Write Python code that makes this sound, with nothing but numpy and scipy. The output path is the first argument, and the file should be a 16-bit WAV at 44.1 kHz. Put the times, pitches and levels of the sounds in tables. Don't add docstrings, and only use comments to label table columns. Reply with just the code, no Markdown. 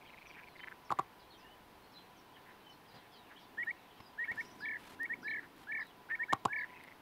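import sys
import numpy as np
from scipy import signal
from scipy.fft import rfft, irfft
from scipy.io import wavfile
from scipy.ndimage import uniform_filter1d

SR = 44100
rng = np.random.default_rng(int(sys.argv[2]) if len(sys.argv) > 2 else 0)


def transcribe(signal):
    frames = np.atleast_2d(signal).T
    limited = np.clip(frames, -1, 1)
    pcm = np.round(limited * 32767).astype(np.int16)
    wavfile.write(sys.argv[1], SR, pcm)


N = 309141
T = np.arange(N) / SR


def gain(db):
    return 10 ** (np.asarray(db) / 20)


def unit(x):
    return x / np.sqrt(np.mean(x ** 2) + 1e-20)


def curve(rows):
    return np.interp(T, *np.transpose(rows))


def seconds(length):
    return np.arange(int(length * SR)) / SR


def add(out, start, x):
    i = max(int(start * SR), 0)
    out[i:i + len(x)] += x[:max(N - i, 0)]


def noise(colour):
    hz, db = np.transpose(colour)
    freqs = np.maximum(np.fft.rfftfreq(N, 1 / SR), 1)
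    shape = gain(np.interp(np.log(freqs), np.log(hz), db))
    return unit(irfft(rfft(rng.standard_normal(N)) * shape, N))


def band(x, hz, width_hz):
    return signal.lfilter(*signal.iirpeak(hz, hz / width_hz, SR), x)


def wander(rate):
    hold = max(int(SR / rate), 1)
    steps = np.repeat(rng.standard_normal(N // hold + 1), hold)[:N]
    return unit(uniform_filter1d(steps, hold))


def ring(t, hz, width_hz):
    age = np.pi * width_hz * t
    return age * np.exp(1 - age) * np.sin(2 * np.pi * hz * t)


def pond_echo(x, fade_s, build_s):
    t = seconds(.8)
    tail = rng.standard_normal(len(t)) * gain(-60 * t / fade_s) * (1 - np.exp(-(t / build_s) ** 2))
    return signal.fftconvolve(x, tail / np.sqrt(np.sum(tail ** 2)))[:N]


# f/Hz, level/dB
HUSH_COLOUR = [(20, -9), (50, -9.5), (100, -3), (250, -1.5), (400, -1), (560, -4.5), (900, -1), (1270, -7),
               (1700, -7.5), (2200, -11), (3200, -13), (5000, -20), (7200, -28), (12500, -23.5)]
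# t/s, relative level/dB
DRONE_SWELL = [(0, -71), (1.3, -79), (1.75, -59), (2.1, -67.5), (4.1, -64), (4.4, -59.5), (5.3, -56),
               (5.7, -63), (7, -67.5)]
# f/Hz, level/dB
DRONE_COLOUR = [(50, -18), (130, -8), (280, 2), (450, -6.5), (600, -28), (900, -40)]
# t/s, relative level/dB
WHINE_SWELL = [(0, -80), (.45, -66.5), (.8, -71), (3.8, -74), (4.5, -63.5), (5.1, -67), (5.75, -75.5),
               (6.15, -65.5), (6.75, -61.5), (6.87, -75)]


def outdoors(hush_db=-60.5, hum_db=-70, whine_hz=996):
    hush = gain(hush_db + .077 * wander(11)) * noise(HUSH_COLOUR)
    drone = gain(curve(DRONE_SWELL) - 6 + 2.5 * wander(5.5)) * noise(DRONE_COLOUR)
    air = rng.standard_normal(N)
    hum = sum(band(band(air, hz, width), hz, width) for hz, width in [(740, 77), (854, 120), (1004, 97)])
    whine = np.sqrt(2) * np.sin(2 * np.pi * np.cumsum(whine_hz + 10 * wander(80)) / SR)
    hum = gain(hum_db + .51 * wander(12)) * unit(hum)
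    whine *= gain(curve(WHINE_SWELL) - 1 + 2.4 * wander(25))
    return hush + drone + hum + whine


# t/s, level/dB
BREEZE_SWELL = [(0, -78.5), (1.3, -78.5), (1.75, -69), (2.1, -103), (4, -85), (7, -88)]
# f/Hz, level/dB
BREEZE_COLOUR = [(15, -24), (35, -2.5), (55, -2), (90, -11.5), (250, -41), (1000, -85)]


def breeze():
    return gain(curve(BREEZE_SWELL)) * noise(BREEZE_COLOUR)


# first t/s, last t/s, number of syllables, opening level/dB,
# middle level/dB, closing level/dB, throat f/Hz, its drop by the end/Hz, last pulse gap/s
RATTLE_BOUTS = [(.025, 0.485, 12, -52, -47, -47.5, 2340, 0, .0068),
                (0.566, .725, 5, -47.5, -39.5, -41, 2000, 388, 0.0052),
                (6.705, 6.923, 7, -50.5, -48, -49, 2060, 50, .0068)]


def rattling_frogs(pulses=4, gap_ratio=.75, snap_db=-5, snap_hz=1900):
    out, t = np.zeros(N), seconds(.012)
    snap = gain(snap_db) * ring(t, snap_hz, width_hz=1200)
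    for first, last, syllables, *levels_db, throat_hz, drop_hz, gap in RATTLE_BOUTS:
        for along in np.linspace(0, 1, syllables):
            db = np.polyval(np.polyfit([0, .5, 1], levels_db, 2), along)
            at = first + (last - first) * along ** 1.04
            hz = throat_hz - drop_hz * along ** 3
            width_hz = 560 * gain(.23 * (db + 34))
            for k, (chance_db, detune) in enumerate(rng.standard_normal((pulses, 2))):
                pulse = ring(t, hz * (1 + .04 * detune), width_hz) + snap
                add(out, at, gain(db - k ** 2 + chance_db) * pulse)
                at -= gap * gap_ratio ** k
    return out


def whistle(length, pitches_hz, waver, quaver_hz=42, foliage_hz=5160):
    t = seconds(length)
    hz = np.polyval(np.polyfit([0, length / 2, length], pitches_hz, 2), t)
    steepness = np.tanh(np.mean(np.abs(np.diff(hz))) * SR / 28000) ** 2
    quaver = .057 * steepness * np.sin(2 * np.pi * quaver_hz * t + np.pi * waver[0])
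    warble = .0168 * (.21 + steepness) * waver[:len(t)]
    phase = 2 * np.pi * np.cumsum(hz * (1 + quaver + warble)) / SR
    through_trees = unit(1 / np.sqrt(1 + (hz / foliage_hz) ** 8))
    return np.sqrt(2) * through_trees * signal.windows.tukey(len(t), .3) * np.sin(phase)


# t/s, length/s, first f/Hz, last f/Hz, relative level/dB
FALLING_NOTES = [(.05, .035, 3650, 2740, -68), (0.26, 0.039, 6530, 4620, -71),
                 (0.293, 0.11, 3670, 1400, -70), (.565, 0.03, 4700, 3380, -72),
                 (.84, 0.043, 6400, 4500, -76), (1.19, 0.053, 5000, 3150, -71),
                 (1.297, 0.066, 4580, 2900, -68), (1.372, 0.046, 6440, 4470, -72.5),
                 (1.918, .04, 5700, 3580, -69), (1.974, .035, 3550, 3080, -68),
                 (2.163, 0.041, 6340, 5250, -75), (2.335, .045, 3400, 2790, -70.5),
                 (2.685, 0.055, 6500, 4200, -75.5), (2.875, 0.042, 5360, 3700, -70.5),
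                 (2.935, 0.066, 5300, 3070, -70), (3.111, .075, 5300, 4280, -73.5),
                 (3.118, .11, 4600, 3490, -73.5), (3.104, 0.07, 3570, 2920, -71),
                 (3.235, .1, 3180, 1560, -73.5), (3.38, 0.07, 6560, 3920, -78),
                 (4.585, 0.08, 5700, 2860, -65), (5.217, .05, 5860, 3840, -70),
                 (5.293, .025, 3900, 3100, -62.5), (5.789, .04, 5410, 3690, -69.5),
                 (5.85, .07, 4280, 2800, -70.5), (6.568, 0.058, 5120, 3300, -72)]
SETTLING_NOTES = [(.465, .085, 4680, 3950, -76), (0.605, 0.029, 2950, 3150, -65),
                  (1.367, 0.2, 2436, 3034, -73.5), (1.443, 0.023, 1850, 1765, -66),
                  (1.816, 0.094, 4200, 4390, -79), (1.954, 0.036, 3900, 4080, -63),
                  (2.632, 0.093, 3170, 2997, -69.5), (3.359, .025, 2900, 3370, -65),
                  (3.981, 0.12, 5500, 4840, -74.5), (4.36, .036, 5150, 4960, -72),
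                  (5.267, 0.031, 3770, 4150, -61), (6.742, .035, 2740, 2470, -64.5)]
# t/s, relative level/dB
CHORUS_SWELL = [(0, -75), (1, -83), (1.7, -88), (2, -79), (2.7, -80.5), (3.1, -73.5), (4.4, -76),
                (6.2, -83), (6.7, -76)]


def far_birds(chorus_notes=240):
    notes, chorus, waver = np.zeros(N), np.zeros(N), wander(220)

    def sing(out, start, length, pitches_hz, db):
        add(out, start, gain(db) * whistle(length, pitches_hz, waver[int(start * SR):]))

    for table, slide_by_halfway in (FALLING_NOTES, .5), (SETTLING_NOTES, .75):
        for start, length, first_hz, last_hz, db in table:
            middle_hz = first_hz + slide_by_halfway * (last_hz - first_hz)
            sing(notes, start, length, (first_hz, middle_hz, last_hz), db)
    for k in range(3):
        sing(notes, 4.399 + k * .049, length=.0256, pitches_hz=(4860, 5800, 4860), db=-69)
    for when, height, length, fall, loud in rng.random((chorus_notes, 5)):
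        pitches_hz = (2000 + 3300 * height) * (1 - (.15 + .2 * fall) * np.array([0, .6, 1]))
        db = 2 + 6 * (loud - height)
        sing(chorus, when * (T[-1] - .15), .01883 + .04 * length, pitches_hz, db)
    notes *= gain(2 * wander(120))
    bounces = gain(-4) * np.interp(T - .015, T, notes) + gain(-13.5) * np.interp(T - .031, T, notes)
    blur = pond_echo(gain(-1) * notes + gain(curve(CHORUS_SWELL)) * chorus, fade_s=.26, build_s=.0018)
    return gain(1.5) * (notes + bounces) + blur


def creak(length, hz, rate_hz, width_hz):
    t = seconds(length)
    cycles = np.cumsum(rate_hz * (1 + .13 * wander(300)[:len(t)])) / SR
    pulses = np.diff(np.floor(cycles), prepend=-1)
    sizes = gain(3.3 * rng.standard_normal(len(t)))
    return unit(signal.fftconvolve(pulses * sizes, ring(t, hz, width_hz))[:len(t)])


# t/s, length/s, level/dB, throat f/Hz
FAR_CROAKS = [(0.349, 0.083, -59, 1710), (0.892, 0.012, -53.5, 2250), (0.963, 0.062, -58, 1900),
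              (2.365, .025, -61, 1800), (2.448, 0.088, -61.5, 1800), (2.894, 0.2, -68.5, 1820),
              (3.295, 0.049, -57, 1680), (5.419, 0.049, -55, 1720), (5.782, 0.046, -55, 1060),
              (6.095, 0.034, -44.5, 1870)]


def croaking_frogs():
    out = np.zeros(N)
    for start, length, db, hz in FAR_CROAKS:
        croak = creak(length, hz, rate_hz=300, width_hz=590)
        add(out, start, gain(db) * croak * signal.windows.tukey(len(croak), .5))
    return out


# t/s, ring level/dB, main f/Hz, crack level/dB
CLUCK_IMPACTS = [(.9040, -26.5, 1170, -46), (.9150, -27.5, 882, -43), (0.9212, -23.5, 1052, -40.5),
                 (0.988, -25, 1110, -40.5), (0.993, -22, 1055, -41), (6.326, -26.5, 898, -39),
                 (6.3310, -18.5, 1075, -28.5), (6.4519, -26.5, 813, -33), (6.4550, -20, 1038, -36.5)]
# f/Hz, width/Hz, relative level/dB
HOLLOW_TONES = [(131, 85, -18.5), (341, 135, -15.5), (789, 110, -9.5), (1088, 205, 1), (1335, 96, -19),
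                (1780, 300, -22)]
# f/Hz, level/dB
CRACK_COLOUR = [(300, 15), (1500, -1.5), (2500, 0.5), (3600, 3.5), (5000, -5), (6400, -8), (7400, -0.5),
                (8800, -15.5), (10600, -10), (15000, -28)]


def clucks(hollow_main_hz=1067, crack_rise_s=.0005, crack_fade_s=.0023):
    rings, cracks, t = np.zeros(N), np.zeros(N), seconds(.04)
    crack_shape = 2 * np.exp(-t / crack_fade_s) * (1 - np.exp(-t / crack_rise_s))
    for at, db, main_hz, crack_db in CLUCK_IMPACTS:
        tuning = main_hz / hollow_main_hz
        body = sum(gain(tone_db) * ring(t, hz * tuning, width) for hz, width, tone_db in HOLLOW_TONES)
        add(rings, at + .00036, gain(db) * body)
        add(rings, at + .00038, gain(crack_db - 2.5) * ring(t, hz=180, width_hz=160))
        add(cracks, at, gain(crack_db) * crack_shape)
    bass_cut = signal.butter(4, 100, "high", fs=SR, output="sos")
    out = signal.sosfilt(bass_cut, rings + cracks * noise(CRACK_COLOUR))
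    return out + gain(-20) * pond_echo(band(out, 660, 2100), fade_s=.074, build_s=.021)


# t/s, level/dB, fading time/s
SOFT_BUMPS = [(2.939, -52.5, 0.025), (4.001, -45, 0.0049), (4.313, -46, 0.0075), (4.335, -57, 0.05),
              (6.875, -51.5, 0.0041)]
# f/Hz, level/dB
BUMP_COLOUR = [(50, -24), (130, 9), (350, -5), (550, -3), (900, 0), (1500, -11.5), (4000, -16),
               (12000, -44)]


def bumps():
    loudness, t = np.zeros(N), seconds(.12)
    for at, db, fade in SOFT_BUMPS:
        add(loudness, at, gain(db) * 2 * np.exp(-t / fade) * (1 - np.exp(-2 * t / fade)))
    return loudness * noise(BUMP_COLOUR)


# start t/s, flick t/s, held f/Hz, level/dB, creak level relative to the squeak/dB
RISING_SQUEAKS = [(3.572, 3.634, 1964, -35.5, -12.5), (3.663, 3.712, 1963, -35, -31),
                  (4.177, 4.247, 1922, -36.5, -6.5), (4.272, 4.32, 1937, -36, -9.5),
                  (4.365, 4.412, 1877, -37.5, -12.5), (4.99, 5.059, 1902, -37.5, -12),
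                  (5.09, 5.14, 1948, -36, -18), (6.089, 6.155, 1860, -36.5, -12.5),
                  (6.188, 6.239, 1927, -34.5, -19), (6.282, 6.328, 1860, -36, -9)]
# first flick t/s, last flick t/s, held f/Hz, level/dB
SQUEAKY_TRILLS = [(4.659, 4.764, 1763, -40.5), (5.284, 5.39, 1760, -39.5), (5.724, 5.823, 1773, -39.5),
                  (6.534, 6.64, 1724, -38)]


def squeaking_frog(water_lag_s=.0022, water_share=.72, flick_s=.0041, flick_db=3, trill_creak_db=-12.5):
    calls = [(start, at + .0046, hz, db, creak_db, [(at, 2210)])
             for start, at, hz, db, creak_db in RISING_SQUEAKS]
    along = np.linspace(0, 1, 5)
    for first, last, hz, db in SQUEAKY_TRILLS:
        flicks = list(zip(first + (last - first) * along ** .88, 2294 - 280 * along ** 2.37))
        calls.append((first - .0555, last + .013, hz, db, trill_creak_db, flicks))
    out, waver, shimmer = np.zeros(N), wander(460), wander(320)
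    for start, end, held_hz, db, creak_db, flicks in calls:
        t = seconds(end - start)
        here = int(start * SR) + np.arange(len(t))
        scoop = .136 * np.exp(-t / .009) + .1024 * np.exp(-t / .0219)
        sag = .0393 * (t / .137) ** 4
        hz = held_hz * (1 - scoop - sag)
        level_db = db + .5 * shimmer[here]
        for at, top_hz in flicks:
            flick = 1 / (1 + ((start + t - at + water_lag_s / 2) / flick_s) ** 4)
            hz += (top_hz - hz) * flick
            level_db += flick_db * flick
        swell = np.tanh(t / .015) ** .74 * np.minimum((t[-1] - t) / .008, 1)
        phase = 2 * np.pi * np.cumsum(hz * (1 + .0053 * waver[here])) / SR
        add(out, start, np.sqrt(2) * swell * gain(level_db) * np.sin(phase))
        rasp = creak(.03, held_hz, rate_hz=290, width_hz=750) * np.exp(-seconds(.03) / .02)
        add(out, end - .004, gain(db + creak_db) * rasp)
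    heard = (out + water_share * np.interp(T - water_lag_s, T, out)) / (1 + water_share)
    return heard + gain(-25) * pond_echo(heard, fade_s=.3, build_s=.017)


# t/s, level/dB
DRY_TICKS = [(3.649, -57), (4.3155, -52), (4.359, -54), (5.032, -42.5), (5.566, -60), (5.869, -55),
             (6.520, -58), (6.838, -48.5)]
# f/Hz, level/dB
TICK_COLOUR = [(2000, -8), (5000, -11.5), (8000, -8.5), (12000, -3), (15000, -10)]


def ticks(fade_s=.00081):
    loudness, t = np.zeros(N), seconds(.12)
    for at, db in DRY_TICKS:
        add(loudness, at, gain(db) * np.exp(-t / fade_s))
    return loudness * noise(TICK_COLOUR)


# t/s, length/s, relative level/dB
SWISHES = [(4.324, 0.15, -59), (4.457, 0.18, -63.5), (4.77, 0.191, -56), (5.554, 0.097, -62)]
# f/Hz, level/dB
RUSTLE_COLOUR = [(400, 4), (1500, 5.5), (3500, 1.5), (6000, -9), (12000, -10), (15500, -22)]


def rustle(growth_db=4, patchy_db=2):
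    loudness = np.zeros(N)
    for at, length, db in SWISHES:
        along = seconds(length) / length
        add(loudness, at, gain(db - growth_db * (1.5 - along)) * signal.windows.tukey(len(along), .25))
    return loudness * gain(patchy_db * wander(250)) * noise(RUSTLE_COLOUR)


def scene():
    near_frog = squeaking_frog()
    far_frogs = rattling_frogs() + croaking_frogs()
    far_frogs += gain(-20) * pond_echo(far_frogs, fade_s=.2, build_s=.014)
    mix = near_frog + far_frogs + clucks() + far_birds()
    return (mix + rustle() + breeze() + bumps() + ticks() + outdoors())[None]


def record(dry, top_hz=15650):
    return signal.sosfilt(signal.ellip(12, .1, 70, top_hz, fs=SR, output="sos"), dry)


dry = scene()
out = record(dry)
transcribe(out)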